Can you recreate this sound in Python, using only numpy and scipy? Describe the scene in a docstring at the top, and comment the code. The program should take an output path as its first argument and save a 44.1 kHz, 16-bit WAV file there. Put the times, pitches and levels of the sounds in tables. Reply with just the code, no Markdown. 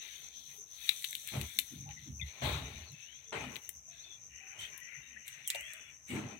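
"""Felt-tip pen on a lap-held sheet

A felt-tip pen and a hand rub over a drawing sheet, close to two microphone ports: shaped noise in strokes.
The sheet fizzes as it flexes and snaps in short noise bursts; tip and fingers squeak in gliding narrow bands.
Now and then the pad drags over cloth, and shifting weight stirs low resonances of pad and bed.
Insects shrill outside in steady swells of noise near 6 kHz, over a quiet room hush."""
import sys
import numpy as np
from scipy import signal
from scipy.fft import rfft, irfft, next_fast_len
from scipy.io import wavfile
from scipy.ndimage import uniform_filter1d, map_coordinates

SR = 44100
rng = np.random.default_rng(int(sys.argv[2]) if len(sys.argv) > 2 else 0)


def generate_wav(signal):
    """Clip the signal to [-1, 1] and save it as 16-bit WAV at the path in sys.argv[1]."""
    frames = np.transpose(np.atleast_2d(signal))
    scaled = np.clip(frames, -1, 1) * 32767
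    pcm = np.round(scaled).astype(np.int16)
    wavfile.write(sys.argv[1], SR, pcm)


def level_to_linear(level):
    """Convert decibel levels to linear amplitude factors, elementwise."""
    exponent = np.asarray(level, float) / 20
    return 10 ** exponent


N = 282151  # length in samples


def unit(x):
    """Scaled to rms 1."""
    return x / np.sqrt(np.mean(x ** 2) + 1e-20)


def along(points, hz):
    """Values at hz, read from (Hz, value) points on a log frequency axis."""
    point_hz, value = np.transpose(points)
    return np.interp(np.log(hz + 1), np.log(point_hz + 1), value)


def curves(rows):
    """One value per sample for each column after the time."""
    s, *columns = np.transpose(rows)
    return [np.interp(np.arange(N) / SR, s, column) for column in columns]


def wobble(rate):
    """A smooth random curve, rate knots a second."""
    knots = rng.standard_normal(int(N * rate / SR) + 4)
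    return map_coordinates(knots, [np.arange(N) * rate / SR])


def filtered(x, response):
    """x times a complex response of frequency."""
    m = next_fast_len(x.shape[-1] + 8192)
    spectrum = rfft(x, m) * response(np.fft.rfftfreq(m, 1 / SR))
    return irfft(spectrum, m)[..., :x.shape[-1]]


def colour(spectrum):
    """Gain over frequency of (Hz, dB) points."""
    return lambda hz: level_to_linear(along(spectrum, hz))


def modes(table):
    """Gain over frequency of (Hz, width Hz, dB) resonances, each applied twice for dark valleys."""
    def gain(f):
        return np.abs(sum(level_to_linear(db) * (f * w / (c * c - f * f + 1j * f * w)) ** 2 for c, w, db in table))
    return gain


def placed(db, pan_db):
    """Left and right gains of an unrelated pair with that mid level and left-over-right balance."""
    left = 2 * level_to_linear(db) / np.sqrt(1 + level_to_linear(-2 * pan_db))
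    return np.array([left, left * level_to_linear(-pan_db)])


def effort(start, rise_s, length, db, fade_db_s, release_db_s, rest_db):
    """Level in dB of overlapping gestures: each rises, fades while it lasts, then lets go."""
    t = np.arange(0, N + 64, 64) / SR  # one level every 64 samples
    start, rise_s, length, db, fade_db_s = (
        np.reshape(v, (-1, 1)) for v in (start, rise_s, length, db, fade_db_s))
    since = t - start
    faded_db = fade_db_s * np.clip(since - rise_s, 0, length)
    released_db = release_db_s * np.maximum(since - length, 0)
    shape = level_to_linear(db - faded_db - released_db)
    power = (np.clip(since / rise_s, 0, 1) ** 2 * shape) ** 2
    level_db = 10 * np.log10(power.sum(axis=0) + level_to_linear(2 * rest_db))
    return np.interp(np.arange(N) / SR, t, level_db)


# how alike coloured noise is at the two ports: pitch_hz, likeness (correlation, 0..1)
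PORT_LIKENESS = [(130, .97), (290, 0.78), (640, 0.57), (1400, 0.033)]


def rush(gain, patchy_db, grain_db):
    """Stereo coloured noise of rms 1: uneven grain, patches of random gain, alike only in the bass."""
    grains = rng.standard_normal((2, N)) * level_to_linear(grain_db * wobble(400))
    z = signal.stft(grains, nperseg=512)[2]
    field = rng.standard_normal(z.shape[1:])
    field = uniform_filter1d(uniform_filter1d(field, size=2, axis=0), size=14, axis=1)
    pair = signal.istft(z * level_to_linear(patchy_db * unit(field)), nperseg=512)[1][:, :N]

    def mid_side(hz):
        turn = np.arccos(np.clip(along(PORT_LIKENESS, hz), -1, 1)) / 2
        return gain(hz) * np.array([np.cos(turn), np.sin(turn)])

    mid, side = filtered(pair, mid_side)
    return unit(np.array([mid + side, mid - side]))


# where the hand works, heard as the left port's lead: time_s, left_over_right_db
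HAND_PATH = [(0.0, 38), (0.8, 35), (1.0, 18.5), (1.6, 25), (1.9, 52), (2.4, 34), (3.0, 44), (3.55, 34),
             (3.9, 18), (4.45, 22), (4.6, 8.5), (4.78, 29.5), (5.3, 13), (5.5, 8.5), (5.95, 10.5), (6.1, 6),
             (6.4, 22)]


def hand_pan(s):
    """Left-over-right balance in dB at time s, following the hand across the sheet."""
    return np.interp(s, *np.transpose(HAND_PATH))


# strokes of pen and hand: start_s, length_s, level_db, upper_over_lower_db, fade_db (over the length)
PEN_STROKES = [(-0.03, .3, -59.5, 10, 5.5), (0.288, .27, -76.5, 20.5, 7), (.45, 0.1, -67, -4, 14),
               (0.62, 0.23, -80, 14.5, -23.5), (0.832, 0.45, -59, 15, 14), (1.235, 0.52, -56, 11, 13),
               (1.726, 0.13, -70, 6.5, 1), (1.857, 0.051, -64, 6, 3), (1.943, 0.13, -68, 10, 5),
               (2.22, 0.42, -63.5, 7, 3), (2.398, 0.19, -50, 11.5, 9.5), (2.595, .25, -59, 6, 5),
               (2.877, 0.36, -71.5, 5.5, -5), (3.313, 0.28, -49.5, -5.5, 21), (3.572, 0.18, -68.5, -0.5, 7),
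               (3.877, 0.32, -66.5, 4.5, 8), (4.26, 0.406, -66, -15, -8.5), (4.561, 0.092, -54.5, 4, 6),
               (4.685, 0.53, -59, -13.5, 5), (5.216, .25, -58, -4.5, 4.5), (5.458, 0.44, -52, -17, 7.5),
               (6.055, 0.59, -51, -4.5, 34.5)]
# lower band of pen and paper: pitch_hz, relative_level_db
LOWER_BAND = [(500, -72), (1000, -27), (1500, -12), (1900, -4), (2500, -4.5), (3000, -4.5), (3400, -29.5)]
# upper band of pen and paper: pitch_hz, relative_level_db
UPPER_BAND = [(2600, -30), (3100, -2.5), (3500, 5.5), (3900, 9.5), (4400, 0), (4800, -1.5), (5600, -15)]


def rub():
    """Felt and skin catch on the fibres in two noise bands; each stroke sets its own upper band."""
    start, length, db, upper_db, fade_db = np.transpose(PEN_STROKES)

    def level(db, rest_db):
        return level_to_linear(effort(start, 0.054, length, db, fade_db / length, release_db_s=162, rest_db=rest_db))

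    lower = level(db, -84.5) * rush(colour(LOWER_BAND), patchy_db=3.5, grain_db=1.5)
    upper = level(db + upper_db, -84) * rush(colour(UPPER_BAND), patchy_db=2.5, grain_db=1.0)
    return placed(1.56 * wobble(12), curves(HAND_PATH)[0]) * (lower + upper)


# the sheet flexes: start_s, length_s, level_db, fade_db (over the length)
SHEET_FLEXES = [(.0, 0.22, -67, -9), (0.352, 0.21, -68, -12), (.66, .2, -68, -18.5), (.84, .83, -50.5, 4),
                (1.684, 0.12, -59.5, 4), (1.906, 0.35, -74, -7.5), (2.417, 0.12, -58, 17),
                (3.304, 0.26, -78, -18), (3.596, 0.17, -65, 4), (4.575, 0.144, -58, 15.5),
                (5.245, 0.088, -59, 11.5), (5.45, 0.33, -64.5, 8), (6.064, 0.098, -60, 1)]
# crisp treble of paper: pitch_hz, relative_level_db
CRISP_BAND = [(4500, -58), (5600, -5.5), (6800, -7.5), (9000, -3.5), (13000, -0.5), (15700, -6)]


def rustle():
    """The flexing sheet fizzes: grainy treble noise that rises and lets go with each flex."""
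    start, length, db, fade_db = np.transpose(SHEET_FLEXES)
    level_db = effort(start, 0.023, length, db, fade_db / length, release_db_s=180, rest_db=-81)
    pan_db = curves(HAND_PATH)[0] - 9.5
    return placed(level_db, pan_db) * rush(colour(CRISP_BAND), patchy_db=1.5, grain_db=1.5)


# loudness of the insects: time_s, level_db
INSECT_LEVEL = [(0.0, -52), (2.55, -53.5), (2.92, -55.5), (4.78, -53), (5.06, -56.5), (6.4, -56)]
# small irregular timing offsets of the swells: time_s, offset_cycles
SWELL_OFFSETS = [(0, -0.12), (2.4, 0.06), (3.4, -0.09), (6.4, 0.043)]
# colour of the chorus: pitch_hz, relative_level_db
INSECT_BAND = [(5200, -37), (5630, -8.5), (6090, 2), (6470, -4), (6760, -26.5), (7100, -24.5),
               (11000, -44.5), (12300, -23.5), (13500, -56)]


def insects():
    """A chorus near 6 kHz: wing strokes blurred together, swelling eight times a second."""
    t = np.arange(N) / SR
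    swell_db = 3.7 * np.cos(2 * np.pi * (8.24 * t + curves(SWELL_OFFSETS)[0]))
    stroke_hz = 97 + 3 * wobble(6)
    strokes_db = 2.5 * np.cos(2 * np.pi * np.cumsum(stroke_hz) / SR)
    chorus = rush(colour(INSECT_BAND), patchy_db=1.2, grain_db=1.2)
    return placed(curves(INSECT_LEVEL)[0], pan_db=15.5) * unit(level_to_linear(swell_db + strokes_db) * chorus)


# colour of the quiet room: pitch_hz, relative_level_db
HUSH_BAND = [(30, -13), (60, 14), (130, 2), (300, -26), (1300, -15), (2400, -15.5), (4000, -27),
             (5000, -50.5), (7500, -20), (10000, -69), (13000, -38), (16000, -17)]


def room_hush():
    """Steady, nearly even noise, strongest in the bass."""
    return level_to_linear(-87.0) * rush(colour(HUSH_BAND), patchy_db=1.0, grain_db=0.5)


# the pad drags over cloth: start_s, rise_s, length_s, level_db, fade_db (over the length)
PAD_DRAGS = [(0.095, 0.12, 0.21, -73, 8), (1.3, 0.043, 0.14, -48.5, 13.5), (1.863, 0.018, 0.05, -66, 4),
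             (2.19, 0.15, 0.33, -68, -2), (2.415, 0.0095, 0.46, -39.5, 29.5),
             (3.319, 0.0079, 0.26, -42, 21), (4.44, 0.16, .35, -65.5, 27),
             (6.072, 0.097, 0.29, -46.5, 24.5)]
# resonances of the sheet: pitch_hz, width_hz (of one pass), relative_level_db
SHEET_MODES = [(408, 177, 4.5), (452, 25, 2.5), (600, 130, 5), (810, 80, 5.5), (890, 31, 6),
               (1025, 130, 1.5), (1316, 110, -1)]
# hiss of the whole sheet: pitch_hz, relative_level_db
SWISH_BAND = [(250, -25), (500, 2.5), (1400, 2), (4200, -1.5), (6000, -19.5), (9500, -17), (12000, -48)]


def drag():
    """The pad scuffs the cloth, noise through the sheet's modes, and the whole sheet hisses along."""
    start, rise_s, length, db, fade_db = np.transpose(PAD_DRAGS)
    level_db = effort(start, rise_s, length, db, fade_db / length, release_db_s=259, rest_db=-79.5)
    level_db = level_db + 2.0 * wobble(24.97)
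    scuff = level_to_linear(level_db) * rush(modes(SHEET_MODES), patchy_db=3, grain_db=2)
    hiss_db = level_db + [[3], [-4]]  # left, right
    return scuff + level_to_linear(hiss_db) * rush(colour(SWISH_BAND), patchy_db=2, grain_db=0.16)


# narrow squeaks and hollow rubs of tip and fingers: start_s, length_s, first_hz, last_hz, level_db
TIP_SQUEAKS = [(0.575, 0.067, 420, 410, -67.5), (1.855, .068, 810, 810, -59.5),
               (1.963, 0.033, 2024, 1930, -62.5), (2.196, 0.015, 2540, 2440, -49.5),
               (2.21, .035, 2120, 2050, -51), (2.213, 0.02, 3560, 3450, -41.5),
               (2.825, 0.042, 4500, 4540, -64), (2.861, 0.072, 4400, 3910, -53.5),
               (2.923, 0.18, 2595, 2640, -68.5), (3.035, 0.19, 2684, 3620, -62),
               (3.241, .08, 447, 440, -73.5), (3.247, 0.097, 3460, 3460, -66.5),
               (3.873, 0.087, 678, 663, -72.5), (3.977, 0.087, 3310, 4680, -58),
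               (4.035, 0.149, 3590, 3370, -57.5), (4.402, 0.17, 768, 800, -72.5),
               (4.585, .1, 3064, 3190, -50.5), (4.795, 0.238, 1920, 2040, -59),
               (4.72, 0.096, 1080, 1027, -72.5), (5.019, .12, 3760, 3730, -65),
               (5.162, 0.018, 1730, 1900, -54), (5.445, 0.069, 3630, 2590, -57),
               (5.528, .1, 2740, 2910, -52.5), (5.545, 0.024, 867, 860, -55.5),
               (5.546, 0.017, 623, 600, -47), (5.613, 0.11, 3060, 3540, -56.5),
               (5.617, 0.26, 635, 616, -72.5), (5.692, 0.26, 3400, 3430, -66.5),
               (6.24, .155, 820, 782, -68)]


def squeaks():
    """Stick-slip in a small cavity: a narrow band of noise that glides."""
    out = np.zeros((2, N))
    stutter = level_to_linear(2 * wobble(45))  # how unevenly it catches
    for start, length, first_hz, last_hz, db in TIP_SQUEAKS:
        u = np.linspace(0, 1, round(length * SR))
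        noise = rng.standard_normal((2, 2, SR // 2))[..., :len(u)]
        width_hz = 0.07 * first_hz + 2 / length
        slow = unit(filtered(noise, lambda hz: 1 / (1 + (2 * hz / width_hz) ** 4)))
        phase = 2 * np.pi * np.cumsum(first_hz + (last_hz - first_hz) * u) / SR
        band = slow[0] * np.cos(phase) + slow[1] * np.sin(phase)
        swell = np.minimum(1, 12 * u) * np.minimum(1, 3 * (1 - u))
        pan_db = (hand_pan(start) - 7) * (first_hz > 1500)  # low squeaks are equally loud at both ports
        out[:, round(start * SR):][:, :len(u)] += placed(db, pan_db)[:, None] * swell * band
    return out * stutter


# how fast the room dies away: pitch_hz, t60_s
ROOM_DECAY = [(300, 0.26), (3000, 0.1), (12000, 0.12)]


def room(x):
    """The walls answer with a noise tail in which each frequency dies at its own speed."""
    hz, t, z = signal.stft(rng.standard_normal((2, SR // 3)), SR, nperseg=256)
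    decay = level_to_linear(-60 * t / along(ROOM_DECAY, hz)[:, None])
    tail = signal.istft(z * decay, SR, nperseg=256)[1]
    delayed = np.pad(x, ((0, 0), (200, 0)))  # samples until the first answer
    return signal.fftconvolve(delayed, tail / np.linalg.norm(tail[0]), axes=1)[:, :N]


# paper snaps: time_s, strength_db (before a common cut), crisp_over_body_db (before a common lift), t60_s
PAPER_SNAPS = [(0.8921, -8, -36, 0.016), (1.0242, -24, -11, 0.006), (1.043, -14, -32, 0.012),
               (1.0468, -16.5, -18, 0.014), (1.1095, -36, 5, 0.0082), (1.1296, -18, -22, 0.011),
               (1.1524, -16, -13.5, 0.01), (1.275, -24.5, -3.5, 0.009), (1.287, -20.5, -16, 0.017),
               (1.4134, -19, -11.5, 0.015), (1.5883, -8, -10, 0.016), (1.5974, -33, 8, 0.014),
               (1.89, -29, -41.5, 0.021), (1.9088, -32.5, -55, 0.08), (2.92, -38.5, -12.5, 0.015),
               (3.541, -30, -29.5, 0.013), (3.5575, -19, -28, 0.017), (3.5657, -17, -16.5, 0.0033),
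               (3.6914, -25, -1, 0.013), (4.777, -35.5, -2, 0.018), (4.802, -47, -1, 0.023),
               (5.2795, -25.5, -14.5, 0.039), (5.4765, -26, 5, 0.0043), (5.481, -38, 8, 0.018),
               (5.502, -13, -15, 0.018), (5.5473, -21, -23, 0.026), (5.5566, -28.5, -14.5, 0.025),
               (5.6085, -35, -7.5, 0.015), (5.7346, -28, -15, 0.02)]


def snaps():
    """A fold gives way in a burst; harder snaps have a stronger upper body band, crispness is set one by one."""
    lead = 128  # samples of silence before a snap, room for its filters
    low_hz = 1290  # a fold is too small to radiate below this
    out = np.zeros((2, N + SR))
    t = np.arange(SR // 8) / SR
    for s, db, crisp_db, t60 in PAPER_SNAPS:
        noise = rng.standard_normal((2, 3, len(t)))
        burst = noise[:, :2] + 0.83 * noise[:, 2:]  # the last part reaches both ports alike
        burst = np.roll(burst * level_to_linear(-60 * t / t60), lead, axis=-1)
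        upper_db = 4 + 0.68 * (db + 11.5)  # grows with the strength of the snap

        def body_gain(hz):
            lower = colour(LOWER_BAND)(hz) / (1 + (low_hz / (hz + 1)) ** 4)
            return lower + level_to_linear(upper_db) * colour(UPPER_BAND)(hz)

        body = filtered(burst[0], body_gain)
        crisp = level_to_linear(crisp_db + 12.5) * filtered(burst[1], colour(CRISP_BAND))
        gains = placed(db - 10.0, hand_pan(s) - 3.5)[:, None]
        out[:, round(s * SR) - lead:][:, :len(t)] += gains * (body + crisp)
    return out[:, :N]


# weight shifts on the bed: start_s, length_s, knock_level_db, rumble_level_db, deep_level_db
WEIGHT_SHIFTS = [(1.3, 0.14, -46.5, -40.5, -44.5), (1.539, 0.11, -67.5, -66, -62),
                 (1.694, 0.14, -52, -51, -59), (1.756, 0.078, -68, -49.5, -55),
                 (1.794, 0.31, -71, -55.5, -54.5), (2.04, 0.098, -54, -52.5, -57),
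                 (2.125, 0.14, -75, -54, -47), (2.17, 0.054, -74, -45, -58), (2.393, 0.21, -50, -37.5, -41),
                 (2.552, .3, -57, -54.5, -45.5), (2.846, 0.098, -81, -53, -66),
                 (3.306, 0.25, -49, -49.5, -51), (3.707, 0.064, -87, -74, -56.5),
                 (4.537, 0.13, -82, -62.5, -65), (4.927, 0.054, -95, -56.5, -60),
                 (6.078, 0.19, -40, -46, -65), (6.207, 0.14, -43, -48.5, -63), (6.314, 0.12, -61, -65, -66)]
# the pad's lowest modes: pitch_hz, width_hz (of one pass), relative_level_db
PAD_MODES = [(214.6, 19, 1.5), (247, 63, -1), (295.2, 29, -7)]
# low modes of the bed, deepest first: pitch_hz, width_hz (of one pass), relative_level_db
BED_MODES = [(70.9, 18, 3), (104, 9.6, 2.5), (135.1, 37.5, 3)]


def bumps():
    """Weight stirs the low modes of pad and bed, much alike at both ports; the deeper, the slower to rise."""
    start, length, knock_db, rumble_db, deep_db = np.transpose(WEIGHT_SHIFTS)

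    def level(db, rise_s, fade_db, rest_db):
        return level_to_linear(effort(start, rise_s, length, db, fade_db / length, release_db_s=264, rest_db=rest_db))

    knock = level(knock_db, rise_s=0.036, fade_db=11.5, rest_db=-81)
    rumble = level(rumble_db, rise_s=0.061, fade_db=11, rest_db=-75.5)
    deep = level(deep_db, rise_s=0.098, fade_db=12.5, rest_db=-75)
    out = knock * rush(modes(PAD_MODES), patchy_db=3.5, grain_db=2.0)
    out = out + rumble * rush(modes(BED_MODES[1:]), patchy_db=3.5, grain_db=4.5)
    return out + deep * rush(modes(BED_MODES[:1]), patchy_db=3.5, grain_db=1.0)


def scene():
    """Sheet, pen, pad and insects over the room's hush; the walls answer snaps and squeaks only."""
    close = squeaks() + snaps()
    hand = rub() + rustle() + drag() + bumps()
    return close + level_to_linear(-10.0) * room(close) + hand + insects() + room_hush()


# cavity peaks and notches of the left port: pitch_hz, width_hz, gain_db
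LEFT_CAVITY = [(2400, 820, 6), (4010, 540, -5), (4900, 266, -26), (8380, 10800, -3.5), (12600, 900, -3)]
# cavity peaks and notches of the right port: pitch_hz, width_hz, gain_db
RIGHT_CAVITY = [(4900, 4000, 0), (7820, 2130, 16.5), (12300, 3500, -6.5)]


def ports(dry):
    """Each port's cavity lifts and cancels its own bands."""
    def bell(f, c, w, g):
        return (c * c - f * f + 1j * f * w * g) / (c * c - f * f + 1j * f * w / g)

    def cavity(f, table):
        return np.prod([bell(f + 1, c, w, level_to_linear(db / 2)) for c, w, db in table], axis=0)

    return filtered(dry, lambda f: np.array([cavity(f, LEFT_CAVITY), cavity(f, RIGHT_CAVITY)]))


def band_limited(x):
    """A steep band limit: everything from 15.9 kHz up is cut by 45 dB."""
    return filtered(x, lambda f: np.where(f < 15900, 1, level_to_linear(-45)))


def roll_off(x):
    """The treble ends steeply here."""
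    return signal.sosfilt(signal.butter(12, 16810, fs=SR, output="sos"), x)


def record(dry):
    """The scene as the two ports hear it, band-limited."""
    mix = band_limited(ports(dry))
    return roll_off(mix)


dry = scene()
out = record(dry)
generate_wav(out)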